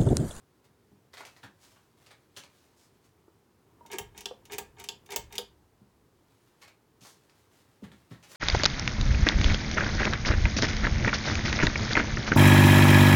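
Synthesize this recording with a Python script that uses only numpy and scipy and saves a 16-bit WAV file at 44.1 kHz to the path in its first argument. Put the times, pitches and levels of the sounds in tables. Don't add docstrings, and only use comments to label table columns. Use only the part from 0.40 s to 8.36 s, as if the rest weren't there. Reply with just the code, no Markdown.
import sys
import numpy as np
from scipy import signal
from scipy.fft import rfft, irfft
from scipy.io import wavfile
from scipy.ndimage import uniform_filter1d

SR = 44100
rng = np.random.default_rng(int(sys.argv[2]) if len(sys.argv) > 2 else 0)


def transcribe(signal):
    frames = np.atleast_2d(signal).T
    limited = np.clip(frames, -1, 1)
    pcm = np.round(limited * 32767).astype(np.int16)
    wavfile.write(sys.argv[1], SR, pcm)


N = 351036
T = np.arange(N) / SR
AGE = T[:SR // 2]


# (time [s], draw before it [s], crack [dB], groan [dB], shudder [dB])
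PULLS = [(3.5847, .084, -37, -37.5, -46.5), (4.183, .085, -37, -42, -53.5),
         (4.761, .071, -31.5, -43.5, -46)]
# (time [s], run-back before it [s], crack [dB], housing [dB], sizzle [dB])
RELEASES = [(3.8569, 0.11, -36, -46.5, -62), (4.4879, 0.12, -35.5, -49, -56.5),
            (4.9812, .075, -33, -44, -42.5)]
# (time [s], level [dB])
BEADS = [(3.4622, -60.5), (3.5156, -48.5), (3.5303, -49), (3.7777, -49.5), (3.8072, -50), (4.054, -59),
         (4.121, -47), (4.1322, -45.5), (4.3987, -50.5), (4.4401, -48.5), (4.661, -62), (4.7053, -49.5),
         (4.7202, -45), (4.9249, -51.5), (4.954, -47.5)]
# (frequency [Hz], gain [dB])
PULL_COLOUR = [(300, -1.5), (800, -3), (1300, -15), (2400, -3), (3100, 5), (4000, -6.5), (5500, -4),
               (7300, 1), (8400, -8.5), (11000, -12.5), (14000, -12)]
RELEASE_COLOUR = [(300, -26), (1300, -28.5), (2200, -14.5), (3150, 11.5), (3900, -0.5), (4400, 2),
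                  (5700, -2), (7200, -2), (9000, -14.5), (13000, -23)]
BEAD_COLOUR = [(400, -47), (1300, -15), (2300, 4.5), (3300, 0.5), (4200, -2.5), (6000, 3), (7800, -3),
               (9000, -6.5), (13000, -23)]

def switch_clicks(pull_housing_db=-39.5, pull_sizzle_db=-43.5, spring_boost_db=2):
    out = np.zeros(N)
    for s, _, crack_db, *_ in PULLS:
        levels = (crack_db, pull_housing_db, pull_sizzle_db)
        add(out, s, snap(PULL_COLOUR, levels, crack_t60=0.053, shell_db=-14, tilt_db=0.8))
    for s, _, crack_db, housing_db, sizzle_db in RELEASES:
        levels = (crack_db, housing_db + spring_boost_db, sizzle_db)
        add(out, s, snap(RELEASE_COLOUR, levels, crack_t60=0.016, shell_db=-15.5, tilt_db=-0.5))
    for s, db in BEADS:
        levels = (db, db - 6, db - 6)
        add(out, s, snap(BEAD_COLOUR, levels, crack_t60=0.094, shell_db=-6.5, tilt_db=0, rebound=0.41))
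    return out


# (frequency [Hz], level [dB], t60 [s])
HOUSING_MODES = [(207.8, -8.5, 0.44), (402.6, 5, 0.17), (430.4, -1.5, 0.17), (486, -9.5, 0.27),
                 (713, -1.5, .1), (777, 1, 0.12), (865, 2, 0.076), (924, 2.5, 0.18), (920, -3, 0.074),
                 (1152, 2, 0.038), (1245, -6.5, 0.11), (1426, -9, 0.054), (1635, -1, 0.1),
                 (1771, -1, 0.099), (1893, -13, 0.16), (2180, 0, 0.067), (2184, -5.5, .07),
                 (2447, -2, 0.06)]
SHELL_MODES = [(2930, 3, 0.086), (3220, -5, 0.05), (3260, -18, 0.066), (3170, 0, 0.092), (3200, 0, 0.14),
               (3580, -14, 0.14), (3660, 6, 0.093), (4340, -7, 0.21), (5670, -25, .05), (6900, -1, .05)]
# (frequency [Hz], gain [dB])
SIZZLE_COLOUR = [(6000, -43), (9500, -1), (12000, -0.5), (13500, -4), (15300, -2), (17000, -10),
                 (18500, -12)]

def snap(contact, levels_db, crack_t60, shell_db, tilt_db, rebound=.4, rebound_s=0.0022):
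    crack_db, housing_db, sizzle_db = levels_db
    tick = fade(0.0039) + rebound * np.interp(AGE - rebound_s, AGE, fade(0.023), left=0)
    strike = rng.standard_normal((2, len(AGE)))
    crack = blow(colour(strike[0] * (tick + 0.96 * fade(crack_t60)), contact))
    shell = undb(shell_db) * blow(ring(SHELL_MODES) * fade(0.18))
    sizzle = blow(colour(strike[1] * (tick + 0.36 * fade(0.052)), SIZZLE_COLOUR))
    housing = blow(ring(HOUSING_MODES, tilt_db) * (1 - fade(0.029)) * fade(0.65))
    return undb(crack_db) * (crack + shell) + undb(housing_db) * housing + undb(sizzle_db) * sizzle


def zing(loudest_db=-36, steepness=2):
    out = np.zeros(N)
    hardest_db = max(row[2] for row in PULLS)
    for s, _, crack_db, *_ in PULLS:
        splash = band(noise() * (fade(0.013) + .4 * fade(.06)), 14300, 16700)
        add(out, s, undb(loudest_db + steepness * (crack_db - hardest_db)) * blow(splash))
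    return out


def chain(slack_db=-8.5, jangle_db=-4.5):
    out = np.zeros(N)
    for s, lead_s, _, groan_db, _ in PULLS:
        add(out, s - lead_s, drag(force_db=0, groan_db=groan_db))
    for s, lead_s, _, housing_db, _ in RELEASES:
        add(out, s - lead_s, drag(force_db=slack_db, groan_db=-np.inf))
        jangle = grains(len(AGE), 4000, 2) * fade(0.079)
        add(out, s, undb(housing_db + jangle_db) * blow(band(jangle, 920, 7000, order=1)))
    return out


# (frequency [Hz], gain [dB])
RATTLE_COLOUR = [(700, -14), (1300, -4.5), (2300, 4), (3300, -6), (4200, -9), (6000, -6), (7800, -6),
                 (9000, -14.5), (13000, -30)]

def drag(force_db, groan_db, length_s=.076, groan_hz=405, jitter=0.067):
    tug = blow(ring(HOUSING_MODES, tilt_db=1.5) * (1 - fade(0.023)))
    tug += undb(-11.5) * blow(ring(SHELL_MODES))
    progress = np.minimum(AGE / length_s, 1)
    beads = grains(len(AGE), 2500, 5.8) * np.sin(np.pi * progress) ** 2
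    rattle = blow(colour(beads, RATTLE_COLOUR))
    tilt_db = -1.4 + 0.086 * force_db
    damped_housing = ring(HOUSING_MODES, tilt_db) * fade(0.24)
    body = blow(signal.fftconvolve(beads, damped_housing)[:len(AGE)])
    waver = unit(uniform_filter1d(noise(), size=200))
    slips = np.sin(2 * np.pi * np.cumsum(groan_hz * (1 + jitter * waver)) / SR)
    groan = blow(slips * np.sin(np.pi * progress ** 1.7) ** 2)
    run = undb(-48.5) * tug + undb(-43.5) * rattle + undb(-43) * body
    return undb(force_db) * run + undb(groan_db) * groan


# (time [s], frequency [Hz], level [dB], t60 [s])
KNOCKS = [(2.88, 340, -59.5, 0.043), (3.409, 951, -56, 0.07), (3.452, 920, -56.5, 0.07),
          (3.911, 502, -44, 0.046), (4.988, 484, -43.5, 0.13)]

def knocks(contact_db=-7):
    out = np.zeros(N)
    for s, hz, db, t60 in KNOCKS:
        contact = band(noise() * fade(0.048), 330, 1160, order=3)
        tone = np.sin(2 * np.pi * hz * AGE) * fade(t60) * (1 - fade(0.0097))
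        add(out, s, undb(db) * (blow(tone) + undb(contact_db) * blow(contact)))
    return out


# (frequency [Hz], level [dB], t60 [s])
MOUNT_MODES = [(37.6, -6, 0.58), (61.6, -0.5, 0.63), (75, 0.5, 0.3), (111.2, -1.5, 0.49), (166, 2, 0.21)]

def fan_shudder(lag_s=0.0159):
    out = np.zeros(N)
    for s, *_, shudder_db in PULLS:
        add(out, s + lag_s, undb(shudder_db) * blow(ring(MOUNT_MODES) * (1 - fade(0.027))))
    return out


# (time [s], level [dB])
HEELS = [(0.5132, -54.5), (1.032, -51), (1.9656, -57), (5.41, -54.5), (6.611, -55), (7.42, -39.5),
         (7.5165, -52.5), (7.7091, -42.5)]
# (time [s], level [dB], brightness [dB], rise [s], t60 [s])
SCUFFS = [(0.7338, -51.5, -1, 0.0093, 0.086), (0.7716, -48, -0.5, 0.0062, 0.24),
          (0.8059, -49.5, -6, 0.0019, 0.03), (0.8518, -51, 1.5, 0.0043, 0.13),
          (0.9646, -60.5, -0.5, 0.0032, 0.095), (1.0317, -51, -3, .011, 0.069),
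          (1.362, -66, -4, 0.0068, .08), (1.6635, -60, 1, 0.0077, .07), (1.7079, -56, -1.5, 0.0091, .065),
          (1.9652, -46, 2.5, 0.0085, 0.12), (2.0366, -57, 0, 0.0012, .09), (6.212, -53, 0.5, 0.035, 0.092),
          (6.276, -58.5, 0, 0.012, 0.038), (6.609, -61, 3.5, 0.0073, .15), (6.644, -61.5, -7, .02, .1),
          (6.897, -66, 1, .004, 0.098), (7.434, -56, -2.5, 0.012, 0.093),
          (7.5175, -59.5, -2, 0.0041, 0.084), (7.7088, -55.5, -2, 0.009, 0.19),
          (7.828, -56, 1.5, 0.0078, .13), (7.9428, -49, -2, .03, 0.086)]
# (frequency [Hz], gain [dB])
THUD_COLOUR = [(50, -28), (75, 0), (130, 6.5), (210, 9.5), (330, -4.5), (600, -45)]
CRUNCH_COLOUR = [(900, -16), (1500, 1), (2200, 7.5), (3000, -2.5), (4200, 1.5), (6000, -7.5), (10000, -28)]

def steps(thud_db=-2, clop_db=-14, brush_db=-22, slap_db=-5.5, crunch_db=-2, hiss_db=-7):
    out = np.zeros(N)
    for s, db in HEELS:
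        press = fade(0.15) * (1 - fade(0.0104)) ** 2
        add(out, s, undb(db + thud_db) * blow(colour(noise() * press, THUD_COLOUR)))
        add(out, s, undb(db + clop_db) * blow(band(noise() * press, 263, 520)))
    for s, db, bright_db, rise, t60 in SCUFFS:
        press = fade(t60) * (1 - fade(2 * rise)) ** 2
        octaves = 0.16 * (bright_db + 0.5)
        crunch_colour = [(hz * 2 ** octaves, gain_db) for hz, gain_db in CRUNCH_COLOUR]
        grit = grains(len(AGE), 1300, 3) * press
        grit += 8 * noise() * fade(0.0018) * np.exp(-rise / 0.0035)
        brush = band(noise() * fade(0.03) * (1 - fade(0.26)) ** 2, 460, 4700, order=1)
        slap = band(noise() * press, 363, 1460)
        hiss = band(grains(len(AGE), 3800, 3.7) * press, 2900, 7800, order=1)
        add(out, s - .012, undb(db - bright_db + brush_db) * blow(brush))
        add(out, s, undb(db - bright_db + slap_db) * blow(slap))
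        add(out, s, undb(db + crunch_db) * blow(colour(grit, crunch_colour)))
        add(out, s, undb(db + bright_db + hiss_db) * blow(hiss))
    return room(out, wet_db=-2.9)


# (frequency [Hz], level [dB], t60 [s])
FLOOR_MODES = [(72.3, -11, 0.96), (101, -7, 0.46), (119, -3.5, 0.49), (168.6, 1.5, 0.54)]

def floor_boom(relative_db=-6, steepness=1.53):
    out = np.zeros(N)
    heaviest_db = max(db for _, db in HEELS)
    for s, heel_db in HEELS:
        boom_db = heaviest_db + relative_db + steepness * (heel_db - heaviest_db)
        add(out, s, undb(boom_db) * blow(ring(FLOOR_MODES) * (1 - fade(0.014))))
    return out


# (start [s], end [s], level [dB])
WALKS = [(0.8, 2.7, -75.5), (5.806, 6.3, -71.5), (6.647, 8.2, -69.5)]
# (time [s], length [s], level [dB], brightness [dB])
SLIDES = [(0.239, 0.041, -72, -7.5), (0.842, 0.37, -72, 1), (1.174, 0.24, -58, 2.5),
          (1.56, 0.14, -66.5, -2.5), (2.05, 0.44, -68.5, 2), (2.355, 0.13, -63, 5), (2.636, 0.057, -67, 2),
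          (6.611, 0.14, -48, 5.5), (6.935, 0.15, -71, 0), (7.084, 0.17, -65, -0.5), (7.852, 0.16, -54.5, 2)]
# (frequency [Hz], gain [dB])
CLOTH_COLOUR = [(250, 1.5), (600, 0.5), (1500, -2.5), (4000, -5.5), (8000, -9.5), (16000, -14.5)]

def rustle(flicker_db=2.5, cloth_db=-3.5, hiss_db=-11, peak_share=0.29):
    cloth_power = sum(undb(db) * during(start, end, ramp_s=0.2) for start, end, db in WALKS) ** 2
    grit_power = np.zeros(N)
    for s, length, db, bright_db in SLIDES:
        progress = np.maximum(T - s, 0) / (peak_share * length)
        swell = (progress * np.exp(1 - progress)) ** 3
        cloth_power += undb(db - bright_db) ** 2 * swell
        grit_power += undb(db + bright_db) ** 2 * swell
    crackle = undb(cloth_db) * np.sqrt(cloth_power) * unit(colour(grains(N, 2500, 4.1), CLOTH_COLOUR))
    hiss = undb(hiss_db) * np.sqrt(grit_power) * unit(band(grains(N, 3100, 2.7), 3870, 7700, order=1))
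    return room((crackle + hiss) * undb(flicker_db * wander(25)), wet_db=-4.5)


# (frequency [Hz], gain [dB])
AIR_COLOUR = [(25, -28), (50, -10), (100, 3.5), (160, -1.5), (260, -4), (400, -2), (600, -14), (950, -11),
              (1600, -20), (4000, -33)]

def fan_air(rest_db=-66.5, askew_db=4.5, held_s=(3.3, 5.09), flutter_db=-0.16):
    wash = unit(colour(noise(N), AIR_COLOUR))
    return wash * undb(rest_db + askew_db * during(*held_s, ramp_s=0.288) + flutter_db * wander(17))


def fan_sway(rest_db=-86.5, relative_db=-14, rise_s=.1, t60=2.6):
    sway = np.zeros(N)
    for s, *_, shudder_db in PULLS:
        age = np.maximum(T - s, 0)
        swell = np.minimum(age / rise_s, 1) * np.exp(-np.log(1000) * age / t60)
        sway += undb(shudder_db + relative_db) * swell
    return unit(band(noise(N), 33, 95)) * (undb(rest_db) + sway)


# (frequency [Hz], gain [dB])
HISS_COLOUR = [(500, 3), (2000, -3.5), (5000, -6), (10000, -11), (17000, -15.5)]

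def room_tone(hiss_db=-76, whine_db=-92.5, whine_hz=14900):
    hiss = unit(colour(noise(N), HISS_COLOUR))
    whine = unit(band(noise(N), whine_hz - 130, whine_hz + 130))
    return undb(hiss_db) * hiss + undb(whine_db) * whine


# (frequency [Hz], t60 [s])
ROOM_T60 = [(100, 0.15), (500, 0.25), (2000, 0.26), (6000, 0.19), (16000, 0.14)]

def room(x, wet_db):
    hz, t60 = np.transpose(ROOM_T60)
    edges = np.geomspace(40, 20000, 10)
    tail = sum(band(noise(), lo, hi) * fade(np.interp(np.log(lo * hi) / 2, np.log(hz), t60))
               for lo, hi in zip(edges, edges[1:]))
    tail *= 1 - np.exp(-(AGE / 0.0043) ** 2)
    return x + undb(wet_db) * signal.fftconvolve(x, tail / np.sqrt(np.sum(tail ** 2)))[:N]


def ring(modes, tilt_db=0, detune=0.0059):
    out = np.zeros(len(AGE))
    for hz, db, t60 in modes:
        sign = rng.choice([-1, 1])
        gain = undb(db + tilt_db * np.log2(hz / modes[0][0]) + 0.68 * rng.standard_normal())
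        detuned_hz = hz * (1 + detune * rng.standard_normal())
        out += sign * gain * fade(t60) * np.sin(2 * np.pi * detuned_hz * AGE)
    return out


def grains(size, rate, spread_db):
    hits = (rng.random(size) < rate / SR) * rng.choice([-1, 1], size)
    return hits * undb(spread_db * np.minimum(rng.exponential(size=size), 3))


def noise(size=len(AGE)):
    return rng.standard_normal(size)


def wander(rate):
    return unit(np.interp(T * rate, np.arange(1000), noise(1000)))


def fade(t60):
    return np.exp(-np.log(1000) * AGE / max(t60, 1e-3))


def during(start_s, end_s, ramp_s):
    return np.clip(np.minimum(T - start_s, end_s - T) / ramp_s + .5, 0, 1)


def colour(x, points):
    hz, db = np.transpose(points)
    size = 4096
    grid = np.maximum(np.fft.rfftfreq(size, 1 / SR), 1)
    curve_db = np.interp(np.log(grid), np.log(np.r_[hz[0] / 2, hz]), np.r_[db[0] - 20, db])
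    cepstrum = irfft(np.log(undb(curve_db)))
    cepstrum[1:size // 2] *= 2
    cepstrum[size // 2 + 1:] = 0
    return signal.fftconvolve(x, irfft(np.exp(rfft(cepstrum))))[:len(x)]


def band(x, lo_hz, hi_hz, order=2):
    return signal.sosfilt(signal.butter(order, [lo_hz, hi_hz], "band", fs=SR, output="sos"), x)


def undb(db):
    return 10 ** (np.asarray(db) / 20)


def unit(x):
    return x / np.sqrt(np.mean(x ** 2) + 1e-30)


def blow(x):
    return x / np.sqrt(np.sum(x ** 2) / (SR * .02) + 1e-30)


def add(out, s, x):
    i = int(s * SR)
    out[i:i + len(x)] += x[:N - i]


def scene():
    fan = room(switch_clicks() + zing() + chain() + knocks(), wet_db=-10) + fan_shudder()
    walker = steps() + floor_boom() + rustle()
    return (fan + walker + fan_air() + fan_sway() + room_tone())[None]


def record(dry, low_hz=30, top_hz=17800):
    dry = signal.sosfilt(signal.butter(4, low_hz, "high", fs=SR, output="sos"), dry)
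    return signal.sosfilt(signal.ellip(8, .2, 70, top_hz, fs=SR, output="sos"), dry)


dry = scene()
out = record(dry)
transcribe(out)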